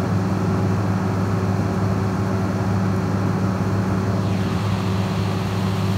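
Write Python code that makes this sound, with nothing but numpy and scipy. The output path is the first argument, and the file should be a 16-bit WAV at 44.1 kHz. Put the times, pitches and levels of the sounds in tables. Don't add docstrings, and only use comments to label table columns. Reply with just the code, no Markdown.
import sys
import numpy as np
from scipy import signal
from scipy.fft import rfft, irfft, next_fast_len
from scipy.io import wavfile
from scipy.ndimage import map_coordinates

SR = 44100
rng = np.random.default_rng(int(sys.argv[2]) if len(sys.argv) > 2 else 0)


def put_to_file(sound):
    columns = np.atleast_2d(sound).T
    safe = np.clip(columns, -1, 1)
    whole_steps = np.round(safe * 32767)
    wavfile.write(sys.argv[1], SR, whole_steps.astype(np.int16))


N = 263277
TIME_S = np.arange(N) / SR
PAD = next_fast_len(N)
HZ = np.maximum(np.arange(PAD // 2 + 1) * SR / PAD, 1)
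CUTOFF_HZ = 15730

FIRING_HZ, HUNT_HZ, FIRINGS_PER_CYCLE = 101.96, .06, 6


def from_db(db):
    return 10 ** (np.asarray(db) / 20)


def at_hz(points, hz):
    table_hz, table_db = np.array(points).T
    return np.interp(np.log(hz), np.log(table_hz), table_db)


def drift(rate_hz):
    step = 40
    r = np.exp(-2 * np.pi * rate_hz * step / SR)
    noise = rng.standard_normal(N // step + 2002)
    slow = signal.lfilter([1], [1, -2 * r, r * r], noise)[2000:]
    return np.interp(np.arange(N) / step, np.arange(len(slow)), slow / slow.std())


def rise(at_s, width_s):
    return .5 + .5 * np.tanh((TIME_S - at_s) / width_s)


def opened(hz):
    first_hz, first_s, swing_s = 3300, 4.3, .24
    lag_down_s_per_octave, lag_up_s_per_octave = .034, .05
    octaves = np.log2(hz / first_hz)
    lag_s = max(lag_up_s_per_octave * octaves, -lag_down_s_per_octave * octaves)
    return rise(first_s + lag_s, swing_s)


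def tone(order, cycle, level_db, waver_db, blur_rad):
    phase = 2 * np.pi * (order * cycle + rng.random()) + blur_rad * drift(3.0)
    return from_db(level_db + waver_db * drift(2.17)) * np.sqrt(2) * np.sin(phase)


def throb(cycle, alternate, each):
    every_second = np.cos(2 * np.pi * FIRINGS_PER_CYCLE / 2 * cycle)
    every = np.cos(2 * np.pi * FIRINGS_PER_CYCLE * cycle)
    return 1 + alternate * every_second + each * every


def colour(x, points, level_db):
    audible = (HZ > points[0][0]) & (HZ < CUTOFF_HZ * 1.05)
    shaped = rfft(x, PAD) * from_db(at_hz(points, HZ)) * audible
    return shaped * from_db(level_db) * PAD / np.sqrt(2 * np.sum(abs(shaped) ** 2))


def exhaust(cycle):
    # multiple_of_cycle, level_db (relative to the firing note)
    low_orders = [(4, -26), (5, -18), (6, 0), (7, -15), (8, -19), (9, -10), (10, -9.5), (12, -14.5),
                  (13, -34), (14, -28), (18, -15.5)]
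    firing_note_db = -25
    out = 0
    for order, relative_db in low_orders:
        unsteady = order != FIRINGS_PER_CYCLE
        out = out + tone(order, cycle, firing_note_db + relative_db, 1.76 * unsteady, .54 * unsteady)
    return out


def pump(cycle):
    # multiple_of_vane_note, level_db (relative to the vane note)
    overtones = [(1, 0), (2, -9), (3, -18.5), (4, -23)]
    vanes_per_firing, away_db, facing_db = 1.8512, -26.5, -28
    vanes_per_cycle = FIRINGS_PER_CYCLE * vanes_per_firing
    level_db = away_db + (facing_db - away_db) * opened(FIRING_HZ * vanes_per_firing)
    out = 0
    for k, relative_db in overtones:
        out = out + tone(k * vanes_per_cycle, cycle, level_db + relative_db, .6 * k, .1 * (k - 1))
    return out


def clatter(cycle):
    # multiple_of_cycle, turned_away_db, facing_db
    comb = [(39, -47, -51), (41, -50, -55), (48, -50, -52), (49, -48, -50), (51, -52, -50), (56, -52, -54),
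            (57, -51, -55), (60, -53, -50), (61, -51, -56), (63, -48, -48), (64, -48, -56), (66, -50, -48),
            (67, -53, -58), (68, -54, -49), (69, -59, -52), (70, -52, -58), (73, -52, -50), (75, -49, -52),
            (77, -56, -54), (78, -48, -54), (80, -53, -61), (82, -51, -55), (89, -56, -55), (97, -58, -56),
            (113, -61, -62), (118, -61, -63), (153, -66, -61), (164, -66, -56), (231, -72, -63),
            (241, -70, -63)]
    out = 0
    for order, away_db, facing_db in comb:
        level_db = away_db + (facing_db - away_db) * opened(order * FIRING_HZ / FIRINGS_PER_CYCLE)
        out = out + tone(order, cycle, level_db, waver_db=2.2, blur_rad=1.1)
    return out


def contacts(cycle, change_rate_hz):
    # frequency_hz, level_db (per Hz)
    block_ring = [(450, -19), (600, -0.5), (900, -20), (1400, -2), (1700, -6), (2500, -20), (4500, -29)]
    steps = 2600
    step = (cycle % 1 * steps).astype(int)
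    blend_rad = drift(change_rate_hz)
    first = rng.standard_normal(steps)[step]
    second = rng.standard_normal(steps)[step]
    knocks = np.cos(blend_rad) * first + np.sin(blend_rad) * second
    return np.array([colour(knocks, block_ring, -45), colour(knocks, block_ring, -46.5)])


def roar(cycle):
    # frequency_hz, level_db (per Hz)
    roar_away = [(15, -57), (25, -32), (48, -18), (67, -9.5), (85, -6.5), (108, 1), (145, -5), (181, -2),
                 (206, -6.5), (238, -5), (377, -10), (487, -14.5), (564, -13.5), (1310, -21.5), (1700, -23),
                 (2000, -31.5), (2600, -39), (4400, -120)]
    roar_facing = [(15, -58), (25, -30), (48, -16), (75, -5), (103, 0.5), (140, -1.5), (191, -1),
                   (252, -9.5), (326, -9), (377, -8), (470, -11.5), (1110, -13), (2000, -32.5), (2600, -60),
                   (4400, -120)]
    noise = rng.standard_normal(N) * throb(cycle, alternate=.11, each=.016)
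    return np.array([colour(noise, roar_away, -25.5), colour(noise, roar_facing, -27)])


def spray(cycle):
    # frequency_hz, level_db (per Hz)
    spray_away = [(1060, -5.5), (1800, -8.5), (2100, -6.5), (2280, 1), (2560, -1.5), (2960, -4),
                  (3740, -10.5), (4280, -4), (4850, -9), (6080, -9), (7760, -16), (9460, -19.5),
                  (10500, -22.5), (12900, -24.5), (15500, -44)]
    spray_facing = [(1060, -9), (1800, -0.5), (2190, -2.5), (2730, -1), (2960, -0.5), (3320, -2.5),
                    (3740, -6), (4240, -2.5), (4940, -10), (6900, -13), (7690, -15.5), (9630, -20.5),
                    (10400, -23), (12700, -23), (15500, -30)]
    noise = rng.standard_normal(N) * throb(cycle, alternate=.042, each=.043)
    return np.array([colour(noise, spray_away, -42.5), colour(noise, spray_facing, -37)])


def shelf(x, hz, gain_db):
    top = signal.sosfiltfilt(signal.butter(2, hz, "high", fs=SR, output="sos"), x)
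    return x + (from_db(gain_db) - 1) * top


def fanned(x):
    fan_from_s = 5
    mist_hz, mist_db_per_s = 7000, 2
    air_hz, air_db_per_s = 12500, 2.2
    since_s = np.maximum(TIME_S - fan_from_s, 0)
    flutter_db = .68 * drift(16)
    misty = shelf(x, mist_hz, mist_db_per_s * since_s + flutter_db)
    return shelf(misty, air_hz, air_db_per_s * since_s)


def near_echo(x):
    near_m, far_m, sway_m = .052, .306, .003
    lift = rise(4.39, .14)
    path_m = near_m + (far_m - near_m) * lift + sway_m * drift(.51)
    rest, turning = .25, .5
    strength = rest + (turning - rest) * rise(4.13, .07)
    strength = strength * (1 - rise(4.47, .17))
    echo_band = signal.butter(1, (450, 5000), "band", fs=SR, output="sos")
    band = signal.sosfiltfilt(echo_band, x)
    delayed_at = np.arange(N) - SR * path_m / 343
    return x + strength * map_coordinates(band, [delayed_at], order=3, mode="nearest")


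def swung(away, facing):
    out = irfft(away, PAD)[:N]
    centres_hz = np.geomspace(200, 14000, num=14)
    for k, hz in enumerate(centres_hz):
        band = np.interp(np.log(HZ), np.log(centres_hz), np.arange(len(centres_hz)) == k)
        out += opened(hz) * irfft((facing - away) * band, PAD)[:N]
    return out


def switch():
    # start_s (first contact 0.7 ms later), level_db (crack peak)
    snaps = [(2.9621, -32.5)]
    # frequency_hz, level_db, t60_s
    ringing_parts = [(6900, 2, .008), (8900, -2, .012), (11600, -1, .006), (13800, -3, .005),
                     (15000, -3, .005)]
    clicks = np.full(N, 1e-18)
    for start_s, level_db in snaps:
        hits = round((start_s + .0007) * SR) + np.array([0, 31, 57])
        clicks[hits] = from_db(level_db - 6) * np.array([1, -.7, .6])
    out = np.diff(clicks, 2, prepend=[0, 0])
    for hz, level_db, t60_s in ringing_parts:
        r = from_db(-60 / (t60_s * SR))
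        w = 2 * np.pi * hz / SR
        resonator = [1, -2 * r * np.cos(w), r * r]
        out = out + signal.lfilter([0, from_db(level_db) * np.sin(w)], resonator, clicks)
    return out


def scene():
    firing_hz = FIRING_HZ + HUNT_HZ * drift(2)
    cycle = np.cumsum(firing_hz) / FIRINGS_PER_CYCLE / SR
    tones = exhaust(cycle) + pump(cycle) + clatter(cycle)
    away, facing = contacts(cycle, change_rate_hz=2.5) + roar(cycle) + spray(cycle)
    noises = fanned(swung(away, facing))
    return (near_echo(tones + noises) + switch())[None]


def record(dry):
    # centre_hz, width_hz, gain_db
    housing = [(487, 200, -1), (1045, 110, -1.5), (2970, 220, -4), (4330, 220, 1), (4900, 300, -2),
               (7740, 400, -3), (10500, 380, -4.5)]
    edge = 2048
    long = np.pad(dry, [(0, 0), (edge, edge)], mode="reflect", reflect_type="odd")
    size = next_fast_len(long.shape[1])
    grid_hz = np.arange(size // 2 + 1) * SR / size
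    housing_db = sum(db * np.exp(-2 * ((grid_hz - hz) / width_hz) ** 2) for hz, width_hz, db in housing)
    coloured = irfft(rfft(long, size) * from_db(housing_db), size)
    top_cut = signal.ellip(14, .3, 70, CUTOFF_HZ, fs=SR, output="sos")
    return signal.sosfilt(top_cut, coloured)[:, edge:edge + N]


dry = scene()
out = record(dry)
put_to_file(out)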